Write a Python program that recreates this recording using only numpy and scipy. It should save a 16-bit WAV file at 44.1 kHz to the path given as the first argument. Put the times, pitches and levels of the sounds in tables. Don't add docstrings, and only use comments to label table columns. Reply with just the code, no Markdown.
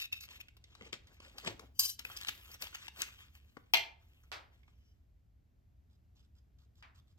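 import sys
import numpy as np
from scipy import signal
from scipy.fft import rfft, irfft, next_fast_len
from scipy.io import wavfile
from scipy.ndimage import uniform_filter1d, map_coordinates

SR = 44100
rng = np.random.default_rng(int(sys.argv[2]) if len(sys.argv) > 2 else 0)


def generate_wav(sig):
    pcm = np.round(np.clip(np.atleast_2d(sig).T, -1, 1) * 32767).astype(np.int16)
    wavfile.write(sys.argv[1], SR, pcm)


N = 316885
SPAN, PAD = 32768, 256
HZ = np.fft.rfftfreq(SPAN, 1 / SR)
T = np.arange(SPAN) / SR
SCENE_T = np.arange(N) / SR


def amp(db):
    return 10 ** (np.asarray(db) / 20)


def unit(x):
    return x / np.sqrt(np.mean(x ** 2) + 1e-20)


def along(points, hz):
    freqs, values = np.transpose(points)
    return np.interp(np.log(hz + 1), np.log(freqs + 1), values)


def filtered(x, response):
    size = next_fast_len(N + SR // 2)
    return irfft(rfft(x, size) * response(np.fft.rfftfreq(size, 1 / SR)), size)[..., :N]


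def band(hz, low_hz, high_hz):
    return (1j * hz / low_hz / (1 + 1j * hz / low_hz) / (1 + 1j * hz / high_hz)) ** 2


def resonances(peaks, hz):
    return sum((-1) ** k * amp(db) * 1j * hz * width / (centre ** 2 - hz * hz + 1j * hz * width)
               for k, (centre, width, db) in enumerate(peaks))


def ring(modes, longest_s):
    return sum(amp(db + rng.normal(0, 1.1) - 60 * T / min(t60, longest_s))
               * np.sin(2 * np.pi * hz * T + rng.uniform(0, 2 * np.pi)) for hz, db, t60 in modes)


def wobble(rate):
    knots = rng.standard_normal(int(N * rate / SR) + 4)
    return map_coordinates(knots, [np.arange(N) * rate / SR])


def grit(depth_db, rate):
    return amp(depth_db * wobble(rate)) * rng.standard_normal(N)


def patchy(x, depth_db=3):
    spectra = signal.stft(x, nperseg=256)[2]
    field = uniform_filter1d(rng.standard_normal(spectra.shape), size=3, axis=0)
    field = uniform_filter1d(field, size=8, axis=1)
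    return signal.istft(spectra * amp(depth_db * unit(field)), nperseg=256)[1][:N]


def crackle(per_s):
    hits = rng.random(N) < per_s / SR
    return unit(hits * amp(3 * rng.exponential(size=N)) * rng.standard_normal(N))


def bursts(peak_s, db, swell_s, fade_s, hold_s=0):
    step = 16
    after = np.arange(0, N, step) / SR - np.array(peak_s)[:, None]
    swell_s, fade_s, hold_s = (np.reshape(v, (-1, 1)) for v in (swell_s, fade_s, hold_s))
    drop = np.maximum(-after / swell_s, 0) + np.maximum((after - hold_s) / fade_s, 0)
    power = amp(np.array(db)[:, None] - 20 * drop) ** 2
    return np.repeat(np.sqrt(power.sum(axis=0)), step)[:N]


# frequency_hz, side_minus_mid_db
DIFFUSE_WIDTH = [(60, -15.5), (110, -13), (200, -9.5), (380, 1), (700, 0), (1290, 2.5), (2380, -3.5),
                 (4400, -5.5), (8120, 1), (15000, -3)]
def diffuse(hz):
    side = amp(along(DIFFUSE_WIDTH, hz))
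    return np.array([np.ones_like(side), side]) / np.sqrt(1 + side ** 2)


# frequency_hz, left_lead_rad
PORT_PHASE = [(60, -0.5), (300, 1), (1200, 1), (3200, 4), (5000, 1.59), (9000, 2), (15000, 0.4)]
def ports(hz, pan_db):
    turn = np.exp(.5j * along(PORT_PHASE, hz))
    return np.array([amp(pan_db / 2) * turn, amp(-pan_db / 2) / turn])


# frequency_hz, t60_s
GARAGE_DECAY = [(200, 0.49), (1000, 0.39), (3000, 0.29), (6000, 0.25), (14000, .2)]
def garage_echo():
    hz, t, spectra = signal.stft(rng.standard_normal((2, SR // 2)), SR, nperseg=256)
    fade = amp(-60 * t / along(GARAGE_DECAY, hz)[:, None]) * np.clip(t / .0071, 0, 1)
    mid, side = signal.istft(spectra * fade * diffuse(hz)[..., None], SR, nperseg=256)[1]
    pair = np.array([mid + side, mid - side])
    return rfft(pair / np.linalg.norm(pair[0]), SPAN)


def blank():
    return np.zeros((2, PAD + N + SPAN))


def place(out, start_s, sound, pan_db, echo_db):
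    paths = ports(HZ, pan_db) + amp(echo_db) * garage_echo()
    delay = np.exp(-2j * np.pi * HZ * PAD / SR)
    start = round(start_s * SR)
    out[:, start:start + SPAN] += irfft(rfft(sound, SPAN) * paths * delay, SPAN)


def spread(x, pan_db, echo_db):
    echo = signal.fftconvolve(x[None], irfft(garage_echo(), SPAN), axes=1)[:, :N]
    return filtered(x, lambda hz: ports(hz, pan_db)) + amp(echo_db) * echo


# frequency_hz, relative_db
AIR_SPECTRUM = [(12, -59), (20, -25.5), (41, -9.5), (65, -0.5), (130, -12.5), (142, -19), (241, -23),
                (513, -35.5), (698, -35.5), (923, -42.5), (1480, -43.5), (4180, -51), (7800, -52.5),
                (10200, -62), (11800, -48), (16000, -71)]
def air(level_db=-65.5):
    mid, side = filtered(rng.standard_normal((2, N)), lambda hz: amp(along(AIR_SPECTRUM, hz)) * diffuse(hz))
    gain = amp(level_db + .83 * wobble(1.9)) / np.std(mid)
    return gain * np.array([mid + side, mid - side])


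# start_s, length_s, level_db
PEN_STROKES = [(5.898, .07, -85.5), (6.152, 0.072, -77.5), (6.225, .045, -83), (6.35, .05, -81),
               (6.584, 0.076, -80), (6.753, 0.064, -78), (6.945, 0.063, -75), (7.07, 0.062, -80.5),
               (7.175, .03, -78)]
# frequency_hz, relative_db
NIB_SPECTRUM = [(550, -25), (850, -8), (1400, -8), (2170, -11), (3040, -3), (3700, -4), (4350, -7),
                (4990, -6), (5400, -9.5), (8050, -8), (10900, -30), (13100, -15), (15500, -31)]
def pen():
    pressure = sum(amp(db) * np.clip((SCENE_T - start_s) / .003, 0, 1)
                   * np.clip((start_s + length_s - SCENE_T) / .008, 0, 1)
                   for start_s, length_s, db in PEN_STROKES)
    squeak = [(5000, 110, 2)]  # centre_hz, width_hz, gain_db
    grains = patchy(grit(depth_db=3, rate=220))
    nib = unit(filtered(grains, lambda hz: amp(along(NIB_SPECTRUM, hz)) * (1 + resonances(squeak, hz))))
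    return spread(pressure * nib, pan_db=-2.8, echo_db=-11)


# peak_s, level_db, swell_s, fade_s, relative_flutter_db, relative_hiss_db
BOARD_SHOVES = [(.31, -57.5, .07, .17, -10, -17), (.72, -68, .12, .1, -6, -20),
                (.872, -57, .15, .04, -3, -25), (.93, -43, .005, .04, -12, -25),
                (1.1, -68, .15, .25, -6, -18), (1.23, -61, .03, .3, -4, -17),
                (1.384, -54, .02, .08, -11, -8), (1.478, -38.5, .046, .028, -5, -26),
                (1.5, -55, .02, .1, 1, -14), (1.61, -64, .015, .09, 5, -10),
                (1.993, -53, .008, .07, -16, -13), (2.048, -51, .006, .3, -15, -6),
                (2.166, -53, .03, .2, -20, -10), (2.29, -35, .024, .014, -24, -10),
                (2.31, -59, .02, .3, -14, -4), (2.55, -55, .3, .03, -16, -7),
                (2.62, -41, .019, .075, -18, -8), (2.746, -48, .006, .045, -30, -9),
                (2.86, -50.5, .2, .042, -20, -17), (3.015, -40.5, .06, .065, -18, -11),
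                (3.08, -59, .03, .2, -16, -7), (3.2, -58, .025, .11, -20, -12),
                (3.355, -62, .035, .05, -22, -6), (3.45, -74, .1, .5, -12, -8),
                (4.02, -77, .05, .4, -9, -9), (4.2, -79, .3, .4, -6, -3), (4.53, -78, .05, .3, -4, -12),
                (4.68, -78, .03, .13, -7, -20), (4.88, -84, .6, .2, -15, -8)]
# frequency_hz, relative_db
BOARD_SPECTRUM = [(450, -40), (650, -23), (900, -10), (1200, -5), (1700, -2), (2400, 2), (3400, 1),
                  (4200, -4), (4900, -8), (8000, -8), (10400, -50), (17600, -120)]
def board_sliding():
    peak_s, db, swell_s, fade_s, flutter_db, hiss_db = np.transpose(BOARD_SHOVES)
    grains = unit(grit(depth_db=2.5, rate=150) * amp(1.5 * wobble(22)))
    grains += amp(-5) * crackle(per_s=250)
    scrape = unit(filtered(patchy(grains), lambda hz: amp(along(BOARD_SPECTRUM, hz))))
    flutter = unit(filtered(grit(depth_db=4, rate=48), lambda hz: band(hz, 110, 650)))
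    hiss = unit(filtered(grit(depth_db=2, rate=60), lambda hz: band(hz, 10000, 17000) ** 3))
    layers = [(scrape, 0), (flutter, flutter_db), (hiss, hiss_db)]
    rub = sum(bursts(peak_s, db + share_db, swell_s, fade_s) * noise for noise, share_db in layers)
    return spread(rub, pan_db=1.5, echo_db=-14)


# start_s, peak_db, pitch_hz
BOARD_POPS = [(.812, -54, 480), (.815, -57, 205), (.862, -57, 480), (.862, -61, 1150), (.928, -50, 390),
              (1.275, -61, 550), (1.458, -51, 330), (1.492, -54, 105), (1.596, -54, 1120),
              (1.598, -57, 450), (2.1, -55, 800), (2.63, -54, 620)]
def board_pops(t60_cycles=18, rise_cycles=.6):
    out = blank()
    for start_s, db, pitch_hz in BOARD_POPS:
        cycles = pitch_hz * T
        envelope = amp(-60 * cycles / t60_cycles) * (1 - np.exp(-cycles / rise_cycles))
        note = envelope * np.sin(2 * np.pi * cycles)
        place(out, start_s, amp(db) * note / abs(note).max(), pan_db=3, echo_db=-13)
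    return out[:, PAD:PAD + N]


# start_s, peak_db, low_edge_hz, high_edge_hz, pan_db
SHADED_KNOCKS = [(4.3176, -29, 300, 5000, -5), (6.8254, -46, 1000, 2000, 3)]
def knocks(t60_s=.003):
    out = blank()
    for start_s, db, low_hz, high_hz, pan_db in SHADED_KNOCKS:
        push = amp(-60 * T / t60_s) * (1 + .12 * rng.standard_normal(SPAN))
        clack = irfft(rfft(np.diff(push, prepend=0)) * band(HZ, low_hz, high_hz) ** 1.7, SPAN)
        place(out, start_s, amp(db) * clack / abs(clack).max(), pan_db, echo_db=7)
    return out[:, PAD:PAD + N]


# peak_s, level_db, swell_s, fade_s
BLADE_BRUSH = [(4.92, -81, .3, .03)]
# centre_hz, width_hz, gain_db
HUM_RESONANCES = [(3040, 28, -1), (4950, 29, -4), (5610, 30, -1), (6450, 50, -11)]
def blade_hum():
    tones = unit(filtered(rng.standard_normal(N), lambda hz: resonances(HUM_RESONANCES, hz)))
    return spread(bursts(*np.transpose(BLADE_BRUSH)) * tones, pan_db=-1.5, echo_db=-9)


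# start_s, level_db, hold_s, fade_s, relative_ring_db
TAPE_TUGS = [(0, -43.5, .022, .03, 3), (.04, -52, .02, .02, 5), (.129, -44, .01, .012, 5),
             (.15, -57, .03, .03, 6), (.208, -50.5, .046, .015, -4), (.3, -61, .03, .03, -4),
             (.35, -60, .02, .02, 1), (.404, -52, .008, .01, 4), (1.13, -70, .03, .02, -3)]
# centre_hz, width_hz, gain_db
RUB_RESONANCES = [(4100, 900, -11), (5700, 300, -12), (6500, 300, -13), (9500, 2500, -24),
                  (12500, 1400, -18), (14300, 1500, -20)]
# centre_hz, width_hz, gain_db
MOUTH_RESONANCES = [(2620, 160, 0), (3740, 80, 0)]
def tape_tugs(swell_s=.006, rub_db=-3.5):
    start_s, db, hold_s, fade_s, ring_db = np.transpose(TAPE_TUGS)
    friction = grit(depth_db=3.5, rate=160)
    rub, ringing = filtered(
        friction, lambda hz: [resonances(RUB_RESONANCES, hz), resonances(MOUTH_RESONANCES, hz)])
    sound = sum(bursts(start_s, db + share_db, swell_s, fade_s, hold_s) * unit(noise)
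                for noise, share_db in ((rub, rub_db), (ringing, ring_db)))
    return spread(sound, pan_db=2, echo_db=-19)


# start_s, level_db
CASE_BOUNCES = [(3.7368, -21), (3.7435, -23), (3.752, -32), (3.771, -33)]
# pitch_hz, level_db, t60_s
CASE_MODES = [(400, -22, .03), (673, -18, .11), (820, -2, .011), (921, -15, .07), (1650, -10, .03),
              (2115, -4, .055), (2375, -5, .05), (2765, -5, .035), (2975, -5, .045), (3200, -2, .05),
              (3480, -10, .05), (3640, -8, .03), (4160, -7, .035), (4640, -13, .015), (5040, -14, .015)]
def case_landing():
    out = blank()
    crack_band = band(HZ, 1500, 4600) ** 1.6 + amp(-13) * band(HZ, 11000, 17000)
    for start_s, db in CASE_BOUNCES:
        puff = rfft(amp(-60 * T / .009) * rng.standard_normal(SPAN))
        crack = amp(22) * irfft(puff * crack_band, SPAN)
        knock = ring(CASE_MODES, longest_s=.2) * (1 - np.exp(-T / .0006))
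        place(out, start_s, amp(db) * (knock + crack), pan_db=4.5, echo_db=-4.5)
    return out[:, PAD:PAD + N]


# pitch_hz, level_db, uncapped_t60_s
BLADE_MODES = [(1070, -29, .03), (1560, -24, .03), (2050, -24, .02), (2600, -21, .03), (3042, -9, 0.023),
               (4037, -14, 0.14), (5020, 0.5, 0.26), (5986, -11, .07), (6330, -11, .05), (6837, -9.5, 0.08),
               (7350, -6, 0.19), (8226, -4, 0.074), (8940, -7, 0.21), (10600, -17.5, 0.14),
               (11920, -1.5, 0.064), (12630, -3, 0.1), (13280, -12, 0.13), (13770, -10, 0.073)]
# centre_hz, width_hz, bent_db, flat_db
CHATTER_RESONANCES = [(1080, 27, -21, -27), (1620, 25, -20, -33), (2350, 25, -19, -32),
                      (2650, 25, -18, -22), (3050, 40, -8, -13), (3490, 24, -16, -20), (4035, 25, -10, -4),
                      (4645, 27, -2, -9), (4950, 27, -2, -10), (5610, 30, -15, -3), (5990, 25, -6, -12),
                      (6330, 30, -6, -4), (6835, 30, -10, -8), (7280, 22, -5, -12), (7490, 28, -20, -11),
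                      (8270, 40, -10, -10), (8910, 30, -5, -10), (9960, 30, -18, -10),
                      (11200, 90, -16, -13), (11900, 90, -13, -12), (12830, 110, -14, -14),
                      (13300, 100, -13, -15), (14100, 120, -15, -14)]
# time_s, level_db
CHATTER_LEVELS = [(1.795, -25), (1.819, -36), (1.9, -39), (1.95, -62)]
def tape_snap(snap_s=1.7935, flatten_s=(1.83, 1.87)):
    out = blank()
    ping = amp(-27) * ring(BLADE_MODES, longest_s=.07) * (1 - np.exp(-T / .0015))
    place(out, snap_s, ping, pan_db=-2.5, echo_db=-7.5)
    crack = amp(-24 - 60 * T / .03) * np.diff(rng.standard_normal(SPAN), prepend=0)
    place(out, snap_s, crack, pan_db=-2.5, echo_db=-10)
    peaks = np.array(CHATTER_RESONANCES)
    shake = patchy(grit(depth_db=2.5, rate=130))
    bent, flat = unit(filtered(shake, lambda hz: [resonances(peaks[:, [0, 1, k]], hz) for k in (2, 3)]))
    flatness = np.interp(SCENE_T, flatten_s, (0, 1))
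    buzz = np.sqrt(1 - flatness) * bent + np.sqrt(flatness) * flat
    rasp = unit(filtered(grit(depth_db=1.5, rate=200), lambda hz: band(hz, 3500, 14000) ** 1.5))
    times_s, levels_db = np.transpose([(1.7, -110), (1.79, -58), *CHATTER_LEVELS, (1.99, -120)])
    chatter = amp(np.interp(SCENE_T, times_s, levels_db)) * unit(buzz + amp(-7) * rasp)
    return out[:, PAD:PAD + N] + spread(chatter, pan_db=5, echo_db=-14.5)


# start_s, level_db, thud_db, hollow_db, hiss_db, centre_hz, pan_db
TAPE_TICKS = [(0.0024, -40, -26, -19, -17, 3900, 1), (0.1171, -54, -27, -25, -14, 2740, -11),
              (0.1375, -44, -21, -25, -18, 2700, 12), (0.2075, -45, -29, -30, -5, 6300, -6),
              (0.2364, -46, -26, -29, -6, 2710, -7), (0.369, -52, -25, -15, -15, 2600, 1),
              (0.402, -45, -28, -26, -9, 2630, 6), (0.4833, -47, -20, -25, -17, 2660, -1.5),
              (0.5673, -54, -8, -26, -7, 2640, 2.5), (0.6399, -48, -26, -26, -15, 3770, -1.5),
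              (0.7504, -49, -30, -3, -36, 3960, 6), (0.8096, -43, -8, -4, -33.5, 2030, 1),
              (0.855, -53, -5, -8, -25, 3000, 1), (0.9285, -30.5, -34, -21.5, -35, 2910, 10.5),
              (0.9404, -52, -8, -14, -25.5, 2700, 24), (1.0705, -55, -22, -20, -20, 3730, -1),
              (1.2012, -44, -5, -2, -31, 2800, 0), (1.245, -58, -10, -3, -25, 3000, 1),
              (1.281, -55, -10, -8, -25, 3500, 1), (1.3823, -35, -24, -8, -21, 4800, 3.5),
              (1.4471, -41, -5, -3, -18, 5140, 0), (1.4731, -28, -5, -4, -27, 2410, 13),
              (1.594, -44, -8, -2, -26, 5286, 6), (1.9923, -35.5, -23, -17, -30, 5620, 11),
              (2.0495, -27, -43, -14, -20.5, 2690, 3.5), (2.0991, -46, -19, 6, -7, 2550, 1),
              (2.1161, -43.5, -19, -4, -13, 2720, 2.5), (2.1655, -36, -32, -19, -25, 4840, 7),
              (2.1714, -31.5, -32, -26, -28, 5340, -3.5), (2.186, -47, -25, -20, 0, 6000, 2),
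              (2.2119, -36, -19, -6, -7, 3520, 4), (2.232, -37.5, -19, -13, -13, 3996, 0.5),
              (2.2702, -35, -28, -12, -20.5, 3900, 6), (2.2844, -23.5, -23, -19, -15, 3380, 3),
              (2.2902, -26.5, -32, -12, -19, 3030, 0), (2.515, -45, -31, -14, -1, 5050, 1),
              (2.5416, -43, -29, -9, -22.5, 6000, 1), (2.6216, -32, -37, -22, -15.5, 4540, 14),
              (2.6683, -40, -30, -7.5, -27, 3260, 8), (2.728, -48, -8, 1, -25, 2000, 1),
              (2.7472, -37.5, -30, -0.5, -10, 5900, 0), (2.8809, -33, -24, -8, -16, 2720, 6.5),
              (2.971, -47, -20, -5, -15, 3000, 3), (3.0185, -20, -40, -29, -10, 5973, 9),
              (3.5684, -52, 12, 8, -26, 2780, 8), (4.3176, -47, -30, -25, -20, 5000, -2),
              (4.234, -65, -5, 1, -15, 6200, -1), (4.6309, -64, -18, -14, -26, 2100, -11),
              (4.6793, -64, -9, 3, -31, 2070, -3), (6.8254, -50, -30, -12, -25, 2750, 0)]
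def tape_ticks(ring_hz=2200, ring_width_hz=160, ring_db=6):
    out = blank()
    thud, hollow, hiss = band(HZ, 210, 470), band(HZ, 900, 1500) ** 2, band(HZ, 11000, 17000) ** 3
    for start_s, db, thud_db, hollow_db, hiss_db, centre_hz, pan_db in TAPE_TICKS:
        t60_s = .02 * amp(-.3 * (db + 40))
        envelope = amp(-60 * T / t60_s) * (1 - np.exp(-T / .0007))
        rings = [(ring_hz * np.exp(.45 * u), ring_width_hz, ring_db) for u in rng.standard_normal(3)]
        puff = rfft(rng.standard_normal(SPAN) * envelope) * (1 + resonances(rings, HZ))
        body = band(HZ, .65 * centre_hz, 1.45 * centre_hz) ** 1.6
        body *= 1 + resonances([(centre_hz, 350, 6)], HZ)
        parts = irfft(puff * [body, thud, hollow, hiss], SPAN)
        balance = np.linalg.norm(envelope) / envelope.max() / np.linalg.norm(parts, axis=1)
        gains = .5 * balance * amp(db + np.array([0, thud_db, hollow_db, hiss_db]))
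        place(out, start_s, gains @ parts, pan_db, echo_db=-12)
    return out[:, PAD:PAD + N]


def scene():
    impacts = tape_ticks() + board_pops() + knocks() + case_landing() + tape_snap()
    return impacts + blade_hum() + tape_tugs() + board_sliding() + pen() + air()


# frequency_hz, gain_db
MIC_RESPONSE = [(5000, 1.5), (8000, -0.5), (10000, -4), (12500, 2.5), (14500, 0.5), (16200, -8)]
def record(dry, top_hz=16200):
    return filtered(dry, lambda hz: amp(along(MIC_RESPONSE, hz)) * (hz < top_hz))


dry = scene()
out = record(dry)
generate_wav(out)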